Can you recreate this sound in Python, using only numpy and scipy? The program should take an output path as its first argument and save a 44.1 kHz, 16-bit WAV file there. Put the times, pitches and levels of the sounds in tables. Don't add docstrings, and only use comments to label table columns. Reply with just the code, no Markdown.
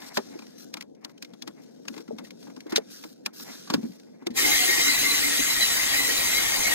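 import sys
import numpy as np
from scipy import signal
from scipy.fft import rfft, irfft, next_fast_len
from scipy.io import wavfile
from scipy.ndimage import uniform_filter1d, map_coordinates

SR = 44100
rng = np.random.default_rng(int(sys.argv[2]) if len(sys.argv) > 2 else 0)


def level_to_linear(level):
    exponent = np.asarray(level, float) / 20
    return 10 ** exponent


def wav_out(sig):
    wavfile.write(sys.argv[1], SR, np.round(np.clip(np.atleast_2d(sig).T, -1, 1) * 32767).astype(np.int16))


N = 297229
T = np.arange(N) / SR
CLICK_T = np.arange(SR // 7) / SR
PULL_S = 4.373
GRIND_DB, SONG_REST_DB, RATTLE_REST_DB = -29, -44, -41.5


def unit(x):
    return x / np.sqrt(np.mean(x ** 2) + 1e-20)


def along(points, hz):
    f, v = np.transpose(points)
    return np.interp(np.log(hz + 1), np.log(f + 1), v)


def curves(rows):
    s, *cols = np.transpose(rows)
    return [np.interp(T, s, c) for c in cols]


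def wobble(rate):
    return map_coordinates(rng.standard_normal(int(N * rate / SR) + 4), [T * rate])


def filtered(x, response):
    n = x.shape[-1]
    m = next_fast_len(n + 2048, real=True)
    return irfft(rfft(x, m) * response(np.fft.rfftfreq(m, 1 / SR)), m)[..., :n]


def modes(table):
    def response(f):
        total = 0
        for k, (hz, width_hz, db) in enumerate(table):
            damping = 1j * f * width_hz
            total = total + (-1) ** k * level_to_linear(db) * damping / (hz * hz - f * f + damping)
        return total
    return response


def noise(spectrum, lumpy_db, rate):
    raw = level_to_linear(lumpy_db * wobble(rate)) * rng.standard_normal((2, N))
    return unit(filtered(raw, lambda f: level_to_linear(along(spectrum, f))))


def patchy(x, depth_db):
    z = signal.stft(x, nperseg=512)[2]
    field = uniform_filter1d(rng.standard_normal(z.shape[1:]), size=4, axis=0)
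    field = uniform_filter1d(field, size=8, axis=1)
    return signal.istft(z * level_to_linear(depth_db * unit(field)), nperseg=512)[1][:, :N]


def swells(s, db, spread_s, rest_db, swing=1):
    coarse = T[::64]
    late = coarse - s[:, None]
    away = np.maximum(late, -late / .9) / spread_s[:, None]
    level_db = np.maximum(rest_db, (db[:, None] - swing * 12 * away).max(axis=0))
    return np.interp(T, coarse, level_db)


def wandering(rows, rest_db, width_hz, beat):
    s, db, spread_s, hz = np.transpose(rows)
    band = filtered(beat * rng.standard_normal((2, 2, N)), lambda f: 1 / (1 + (f / width_hz) ** 3))
    carrier = 2 * np.pi * np.cumsum(np.interp(T, s, hz) + 18 * wobble(18)) / SR
    tone = unit(band[0] * np.cos(carrier) + band[1] * np.sin(carrier))
    return level_to_linear(swells(s, db, spread_s, rest_db)) * tone


def order(k, turns):
    return np.array([np.sin(2 * np.pi * k * turns), np.cos(2 * np.pi * k * turns)])


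# time in seconds, speed in turns per second.
SHAFT_SPEED = [
    (4.3, 84),
    (4.4, 92.8),
    (5.2, 93.6),
    (6.74, 92.8),
]


def drill():
    speed, = curves(SHAFT_SPEED)
    turns = np.cumsum(speed * (1 + .007 * wobble(14))) / SR
    blow = level_to_linear(2.53 * rng.uniform(-1.3, 1, N // 300))[turns.astype(int)]
    beat = blow * (0.97 + np.exp(-3 * (turns % 1)))
    spin_db = -34 * np.clip((PULL_S - T) / .05, 0, 1)
    grind_db = grind_level(spin_db)
    trigger = np.clip((T - 4.33) / 0.046, 0, 1)
    return trigger * (panel_hum(turns, grind_db) + gear_rattle(beat, spin_db, grind_db)
                      + bit_song(beat) + bit_grind(beat, grind_db))


def grind_level(spin_db):
    song_db = swells(*np.transpose(SONGS)[:3], SONG_REST_DB)
    first_cut_db = 3 * np.exp(-np.abs(T - PULL_S - .1) / .4)
    return GRIND_DB + spin_db + first_cut_db + .05 * (song_db - SONG_REST_DB)


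# time in seconds, main hum in dB, upper hum in dB, spread in seconds.
LEANING = [(4.45, -40, -41, .12), (4.6, -42, -49, .15), (4.7, -49, -41, .08), (4.79, -54, -39, .04),
           (4.89, -38, -52, .09), (5.04, -37, -44, .07), (5.12, -39, -50, .04), (5.25, -41, -46, .14),
           (5.41, -33, -52, .02), (5.55, -55, -52, .15), (5.8, -45, -69, .06), (6.0, -38.5, -47, .08),
           (6.11, -45, -43, .14), (6.4, -56, -46, .1), (6.74, -48, -47.5, .2)]
UPPER_ORDERS = (4, 5, 5.3, 6, 9)
UPPER_ORDERS_DB = (-2, 2.5, -4, -4, -13)
# time in seconds, peak in dB, spread in seconds.
RIM_LOW_NOTE = [
    (4.49, -35, .05),
    (4.63, -35, .06),
    (5.0, -44, .04),
]
# time in seconds, peak in dB, spread in seconds.
RIM_HIGH_NOTE = [
    (4.38, -40, .03),
    (4.5, -36, .06),
    (4.74, -43, .06),
    (5.2, -44, .05),
]
# frequency in Hz, density in dB per Hz.
DRONE_SPECTRUM = [(12, -43), (20, -18), (70, -13.5), (171, -15), (222, -28.5), (272, 4.5), (406, -3),
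                  (459, -2.5), (597, -18), (800, -16), (1040, -79), (1760, -120)]


def panel_hum(turns, grind_db):
    s, main_db, upper_db, spread_s = np.transpose(LEANING)
    main_db = swells(s, main_db, spread_s, -68)
    upper_db = swells(s, upper_db, spread_s, -62)
    upper = sum(level_to_linear(db + 5.1 * wobble(9.9)) * order(k, turns)
                for k, db in zip(UPPER_ORDERS, UPPER_ORDERS_DB))
    hum = level_to_linear(main_db + 5.5) * order(3, turns) + level_to_linear(upper_db + 3.5) * unit(upper)
    rim_low_db = swells(*np.transpose(RIM_LOW_NOTE), -70) + 1.5 * wobble(16)
    rim_high_db = swells(*np.transpose(RIM_HIGH_NOTE), -70)
    rim = level_to_linear(rim_low_db) * order(7.9, turns) + level_to_linear(rim_high_db) * order(8.95, turns)
    drone_db = grind_db + 0.4 * (upper_db + 55) - 15
    drone = level_to_linear(drone_db) * noise(DRONE_SPECTRUM, lumpy_db=1.5, rate=27)
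    whine = level_to_linear(GRIND_DB - 25 + 4 * wobble(9)) * order(12.08, turns)
    return hum + rim + drone + whine


# time in seconds, peak in dB, spread in seconds, resonance in Hz.
FIRST_STAGE_BITES = [(4.45, -27, .04, 2100), (4.53, -28, .05, 2110), (4.6, -30, .08, 2070),
                     (4.71, -30, .06, 2110), (4.79, -31, .06, 2100), (4.9, -30, .1, 2050),
                     (4.97, -33, .06, 2000), (5.08, -27, .05, 2130), (5.15, -33, .06, 2020),
                     (5.26, -30, .06, 2090), (5.43, -31, .06, 2030), (5.5, -28.5, .04, 2080),
                     (5.62, -31, .06, 2030), (5.8, -35, .12, 2080), (5.99, -30, .04, 2060),
                     (6.06, -32, .07, 1960), (6.2, -39, .08, 2050), (6.33, -31, .06, 2090),
                     (6.38, -28.5, .05, 2110), (6.54, -32, .05, 2150), (6.6, -36, .05, 2080),
                     (6.67, -26, .03, 2130)]
# time in seconds, peak in dB, spread in seconds, resonance in Hz.
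SECOND_STAGE_BITES = [(4.39, -33, .06, 1860), (4.56, -36, .08, 1870), (4.73, -27, .07, 1880),
                      (4.87, -35, .08, 1870), (5.31, -29, .04, 1860), (5.4, -35, .06, 1880),
                      (5.57, -33, .06, 1860), (5.64, -32, .04, 1880), (5.71, -33, .04, 1860),
                      (5.93, -34, .07, 1870), (6.1, -33, .05, 1880), (6.2, -37, .07, 1870),
                      (6.47, -32, .05, 1850), (6.72, -30, .03, 1880)]
# frequency in Hz, width in Hz, level in dB.
GEARBOX_MODES = [(1880, 88, 4), (2000, 60, 1), (2097, 78, 3.5), (2267, 55, -3.5)]


def gear_rattle(beat, spin_db, grind_db):
    teeth = wandering(FIRST_STAGE_BITES, RATTLE_REST_DB, 65, beat)
    teeth += wandering(SECOND_STAGE_BITES, RATTLE_REST_DB - 3, 40, beat)
    case = filtered(beat * rng.standard_normal((2, N)),
                    lambda f: modes(GEARBOX_MODES)(f) / (1 + ((f - 2010) / 260) ** 6))
    return level_to_linear(spin_db + 4.3) * teeth + level_to_linear(grind_db - 10) * unit(case)


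# time in seconds, peak in dB, spread in seconds, pitch in Hz.
SONGS = [(4.42, -34, .05, 4040), (4.52, -27, .08, 3940), (4.62, -33, .06, 3960), (4.9, -26, .09, 4010),
         (5.01, -30, .06, 3990), (5.12, -24.5, .05, 4000), (5.26, -33, .08, 4010), (5.4, -26.5, .03, 3980),
         (5.51, -28.5, .04, 3990), (5.63, -21, .03, 3990), (5.72, -35, .06, 3960), (5.93, -33, .05, 3980),
         (5.985, -26, .04, 3990), (6.05, -33, .05, 3980), (6.18, -34, .05, 3990), (6.36, -29.5, .09, 3970),
         (6.68, -36, .12, 3980)]


def bit_song(beat):
    return level_to_linear(.7) * wandering(SONGS, SONG_REST_DB, 42, beat)


# frequency in Hz, density in dB per Hz.
GRIND_SPECTRUM = [(350, -15), (600, -3.5), (900, -10), (1700, -6.5), (2400, -1), (2800, -3.5), (4250, -4),
                  (6260, -5), (9730, -5), (12100, -6.5), (15600, -11)]
# frequency in Hz, width in Hz, level in dB.
HOUSING_MODES = [(3030, 80, 1), (3230, 80, -2), (3740, 120, 0), (4650, 130, 2), (5400, 400, -2),
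                 (6350, 250, 2), (7130, 200, -2), (7980, 250, 0), (12550, 300, -2)]


def bit_grind(beat, grind_db):
    def colour(f):
        ringing = sum(abs(modes([mode])(f)) ** 2 for mode in HOUSING_MODES)
        return level_to_linear(along(GRIND_SPECTRUM, f)) * np.sqrt(1 + 2 * ringing)
    broad = filtered(beat ** 0.27 * rng.standard_normal((2, N)), colour)
    chips = filtered(broad, lambda f: 1 / (1 + (f / 1250) ** 6))
    deeper_db = 3.2 * (T - 5.6)
    broad = broad + (level_to_linear(deeper_db) - 1) * chips
    return level_to_linear(grind_db + 5.0) * unit(patchy(broad, depth_db=2.6))


# time in seconds, peak in dB, ring in Hz, t60 in seconds.
PART_SNAPS = [(.4652, -40.5, 1900, .03), (.7387, -15.5, 2200, .018), (.8076, -24, 1955, .025),
              (.8224, -26.5, 2180, .018), (.9476, -57, 5700, .043), (1.0463, -19, 3400, .017),
              (1.1767, -42, 3080, .029), (1.223, -23.5, 4540, .026), (1.2456, -35, 2130, .032),
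              (1.4206, -23.5, 3420, .026), (1.881, -18, 2600, .021), (2.2462, -41, 1880, .06),
              (2.3051, -32, 2180, .026), (2.604, -32.5, 2080, .026), (2.758, -8.5, 3660, .045),
              (2.7706, -13.5, 4660, .022), (2.7788, -18, 1820, .018), (2.6955, -35, 1950, .02),
              (3.26, -9.5, 2440, .02), (3.7395, -19, 1650, .035), (3.951, -50, 7000, .02),
              (3.918, -45, 4370, .035), (3.9966, -41, 4270, .026), (4.0311, -51, 1500, .031),
              (4.2676, -14, 2150, .018), (4.303, -44.5, 1830, .1)]
# time in seconds, peak in dB, ring in Hz, body in dB.
PANEL_KNOCKS = [(.0186, -35.5, 1740, -2.5), (.17, -16.5, 1800, -2), (.389, -36, 2380, -4),
                (.4198, -45, 2410, 4), (.768, -33, 2160, -1), (1.0933, -48.5, 2050, 3),
                (1.3343, -41.5, 3350, -6), (1.474, -29, 1970, -4), (1.8505, -45.5, 1800, -2),
                (1.9386, -41, 2050, 1), (1.9627, -41, 2070, 1), (1.9766, -33, 2130, -3.5),
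                (2.0045, -39.5, 2090, -7), (2.0773, -47.5, 2010, 5), (2.1829, -33, 2160, -.5),
                (2.2685, -45, 2130, -5), (2.426, -43.5, 4660, -3), (2.4688, -50, 1490, 10),
                (2.4976, -48.5, 2100, 7), (2.5619, -42, 5200, 3), (2.6644, -46, 1600, 6),
                (2.7206, -27.5, 1820, 2.5), (3.0365, -33, 1880, -1), (3.3967, -32, 3780, -8),
                (3.6731, -38, 1500, 2), (3.6995, -21.5, 4400, 1), (3.7362, -16, 4400, -4),
                (3.8291, -42.5, 2400, -8), (4.2213, -58, 1680, 15)]


def clicks():
    out = np.zeros((2, N + SR))
    hits = [(s, click(db, hz, t60_s, body_db=-18, lead_db=-26)) for s, db, hz, t60_s in PART_SNAPS]
    hits += [(s, click(db, hz, .043 + .0015 * body_db, body_db, lead_db=-20))
             for s, db, hz, body_db in PANEL_KNOCKS]
    for s, sound in hits:
        out[:, round(s * SR) - 500:][:, :sound.shape[1]] += sound
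    return filtered(out[:, :N] + bumps(), lambda f: (1j * f / (110 + 1j * f)) ** 3)


# frequency in Hz, level in dB.
CRACK_SPECTRUM = [(700, -62), (1500, 6.5), (2500, 10.5), (5000, 13), (8000, 1.5), (12000, -3.5),
                  (16000, -4.5)]
# frequency in Hz, width in Hz, level in dB.
PANEL_MODES = [(185, 56, -3.5), (275, 88, 5.5), (343, 63, -3), (514, 47, -10.5)]


def click(db, hz, t60_s, body_db, lead_db):
    t = CLICK_T
    raw = rng.standard_normal((3, 2, len(t)))
    decay = level_to_linear(-60 * t / t60_s) + level_to_linear(-50 - 60 * t / .11)
    shape = (1 - np.exp(-(t / 0.0021) ** 2)) * decay
    snap = unit(filtered(raw[0], lambda f: level_to_linear(along(CRACK_SPECTRUM, f))))
    rub = level_to_linear(lead_db - 60 * t[500:0:-1] / .022) * snap[:, -500:]
    ring = 0
    for ratio, level_db in [(1, 1), (1.12, -4), (1.68, -9)]:
        phase = 2 * rng.standard_normal((2, 1))
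        ring = ring + level_to_linear(level_db) * np.sin(2 * np.pi * ratio * hz * t + phase)
    ring = ring * shape ** 1.15
    body = unit(filtered(raw[1], modes([(833, 440, 1), (1460, 460, -2.4)])))
    body = body * level_to_linear(body_db - 60 * t / 0.079) * (1 - np.exp(-t / 0.001))
    knock = unit(filtered(raw[2], modes(PANEL_MODES)))
    knock = knock * level_to_linear(body_db - 7 - 60 * t / 0.096) * (1 - np.exp(-t / 0.0034))
    hit = 0.83 * snap * shape + 0.58 * ring + 0.4 * body + 2.25 * knock
    return level_to_linear(db) * np.hstack([rub, hit])


# time in seconds, peak in dB, pitch in Hz.
DULL_BUMPS = [(.172, -31, 600), (.179, -30, 394), (.353, -41, 332), (1.473, -44, 322), (1.898, -42, 246),
              (1.966, -43, 315), (1.997, -43, 332), (2.084, -40, 233), (2.105, -37, 436),
              (2.127, -37.5, 227), (2.472, -52, 180), (2.568, -42, 265), (2.659, -41.5, 312),
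              (2.725, -32, 326), (2.777, -27, 430), (3.049, -41, 317), (3.701, -27, 236), (3.722, -36, 300),
              (3.7402, -14, 275), (3.757, -29, 178), (3.777, -30, 230), (3.792, -33, 260),
              (3.831, -28.5, 223), (3.849, -34, 240), (3.891, -41, 185), (4.22, -48, 262),
              (4.266, -27.5, 334), (4.299, -35, 239), (4.425, -36, 335), (4.685, -30, 360),
              (4.78, -41, 340), (5.39, -31, 255)]


def bumps():
    out, t = np.zeros((2, N + SR)), CLICK_T
    for s, db, hz in DULL_BUMPS:
        raw = rng.standard_normal((2, len(t)))
        loose = unit(filtered(raw, modes([(hz, 60, 0), (1.455 * hz, 120, -6)])))
        tone = np.array([np.sin(2 * np.pi * hz * t), np.cos(2 * np.pi * hz * t)])
        overtone = level_to_linear(-9 - 60 * t / .04) * np.sin(2 * np.pi * 1.9 * hz * t)
        t60_s = .075 - .0017 * (db + 35)
        shape = level_to_linear(db + 13 - 60 * t / t60_s) * (1 - np.exp(-t / 0.0033))
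        out[:, round(s * SR):][:, :len(t)] += shape * (tone + overtone + level_to_linear(-3.5) * loose)
    return out[:, :N]


# frequency in Hz, density in dB per Hz.
SLEEVE_SPECTRUM = [(880, -25), (1500, -6.5), (1870, -12.5), (2190, -15), (4140, -5), (6050, -1.5),
                   (6550, -7.5), (9280, -9), (15100, -5), (16200, -51)]
# time in seconds, rustle in dB.
ARM_RUSTLE = [(0, -54), (.23, -49), (.41, -53), (.68, -56.5), (.82, -70.5), (1.06, -78), (1.24, -65),
              (1.61, -61), (2.32, -62), (2.49, -57), (2.76, -67), (2.94, -47), (3.1, -58.5), (3.33, -72),
              (3.52, -42), (3.68, -48.5), (4.06, -61), (4.28, -72)]
# start and end in seconds, first and last level in dB, dull share 0-1.
SLEEVE_SLIDES = [(0, 0.096, -52.5, -44, .7), (0.14, 0.18, -42.5, -35, .6), (0.579, 0.65, -51, -52.5, .3),
                 (1.008, 1.034, -72, -68, 1), (1.074, 1.125, -74, -64, .5), (1.616, 1.65, -64, -69, .3),
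                 (2.694, 2.716, -47, -39, .8), (2.9, 3.14, -51, -62, .2), (3.33, 3.442, -51.5, -42, .1),
                 (3.442, 3.655, -51, -73, .1), (3.81, 3.97, -70, -65, 0), (1.89, 2.03, -57, -60, .7),
                 (2.235, 2.29, -58, -62, .7), (2.39, 2.47, -61, -60, .8)]


def sleeve():
    weave = patchy(noise(SLEEVE_SPECTRUM, lumpy_db=1.5, rate=240), depth_db=2)
    soft = filtered(weave, lambda f: 1 / (1 + (f / 9000) ** 3))
    rustle_db, = curves(ARM_RUSTLE)
    cloth = level_to_linear(rustle_db) * soft
    for start, end, first_db, last_db, dull in SLEEVE_SLIDES:
        gate = np.clip((T - start) / .004, 0, 1) * np.clip((end - T) / .004, 0, 1)
        level = level_to_linear(np.interp(T, (start, end), (first_db, last_db)))
        cloth = cloth + gate * level * (weave + dull * (soft - weave))
    return cloth


# frequency in Hz, density in dB per Hz.
SCRAPE_SPECTRUM = [(400, -38), (600, 4.5), (900, -2.5), (1400, -10), (2100, -2.5), (3000, -18), (4500, -56)]
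# frequency in Hz, density in dB per Hz.
FLEX_SPECTRUM = [(15, -75), (25, -36), (49, -44.5), (98, -27), (175, -8), (254, 1.5), (387, -7), (482, -7),
                 (663, -16), (800, -24.5), (1040, -36), (1760, -120)]
# time in seconds, scrape in dB, flex in dB, spread in seconds.
PANEL_GRIPS = [(0, -45, -54, .15), (.35, -59, -53.5, .2), (1.07, -62.5, -59, .09), (1.31, -64, -54, .05),
               (1.62, -61, -55, .12), (1.92, -90, -54, .15), (2.2, -63, -52, .12), (2.49, -72, -53, .12),
               (2.73, -46, -53, .07), (3.48, -53, -52, .11), (3.83, -56, -53, .07), (4.22, -65, -57, .16)]


def hands():
    s, grip_db, flex_db, spread_s = np.transpose(PANEL_GRIPS)
    scrape_db = swells(s, grip_db, spread_s, -85)
    skin = level_to_linear(scrape_db + 2.5) * noise(SCRAPE_SPECTRUM, lumpy_db=4.5, rate=33)
    rumble_db = np.where(T < PULL_S - .06, swells(s, flex_db, spread_s, -57, swing=.35), -52)
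    rumble = level_to_linear(rumble_db + 7.5) * noise(FLEX_SPECTRUM, lumpy_db=1.5, rate=30)
    return (sleeve() + skin) * (T < 4.36) + rumble


# frequency in Hz, share of the left sound heard at right 0-1.
PORT_ALIKE = [(60, .97), (110, .85), (150, .5), (200, .4), (270, .88), (600, .82), (1200, .7), (2000, .8),
              (4000, .65), (8000, .5), (12000, .4)]
# frequency in Hz, phase in radians.
PORT_TURN = [(110, -.3), (190, -1.2), (270, -2.5), (650, -2.7), (900, -1), (1760, -.8), (1830, -4.5),
             (2150, -4.6), (2500, -4.4), (2900, -3.4), (4000, -4.8), (4500, -3.6), (5500, -3.2),
             (6400, -1.4), (8500, -2.6), (13000, -4.6)]
# frequency in Hz, left over right in dB.
PORT_TILT = [(30, 0), (100, 1.5), (300, 1.2), (700, 1.8), (1500, 4), (3000, 2), (6000, 1.8), (10000, .4),
             (15000, -.3)]


def ports(shared, own):
    def right(f):
        alike = along(PORT_ALIKE, f)
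        gain = level_to_linear(-along(PORT_TILT, f) / 2) * np.exp(1j * along(PORT_TURN, f))
        return gain * [alike, np.sqrt(1 - alike ** 2)]
    left = filtered(shared, lambda f: level_to_linear(along(PORT_TILT, f) / 2))
    return np.array([left, filtered(np.array([shared, own]), right).sum(axis=0)])


# time in seconds, nearness to the left port in dB.
HANDS_LEFT = [
    (0, 1),
    (.7, 2),
    (2.2, 2.5),
    (2.7, 0),
    (3.7, -1),
    (4.3, 0),
]


def scene():
    side_db, = curves(HANDS_LEFT)
    shared, own = drill() + clicks() + hands()
    return ports(shared, own) * level_to_linear([side_db / 2, -side_db / 2])


def roll_off(x):
    return signal.sosfilt(signal.butter(12, 16300, fs=SR, output="sos"), x)


def record(dry):
    heard = filtered(dry, lambda f: np.clip((15950 - f) / 400, 0, 1))
    heard = heard / (1 + abs(heard / .62) ** 4) ** (1 / 4)
    return roll_off(heard)


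dry = scene()
out = record(dry)
wav_out(out)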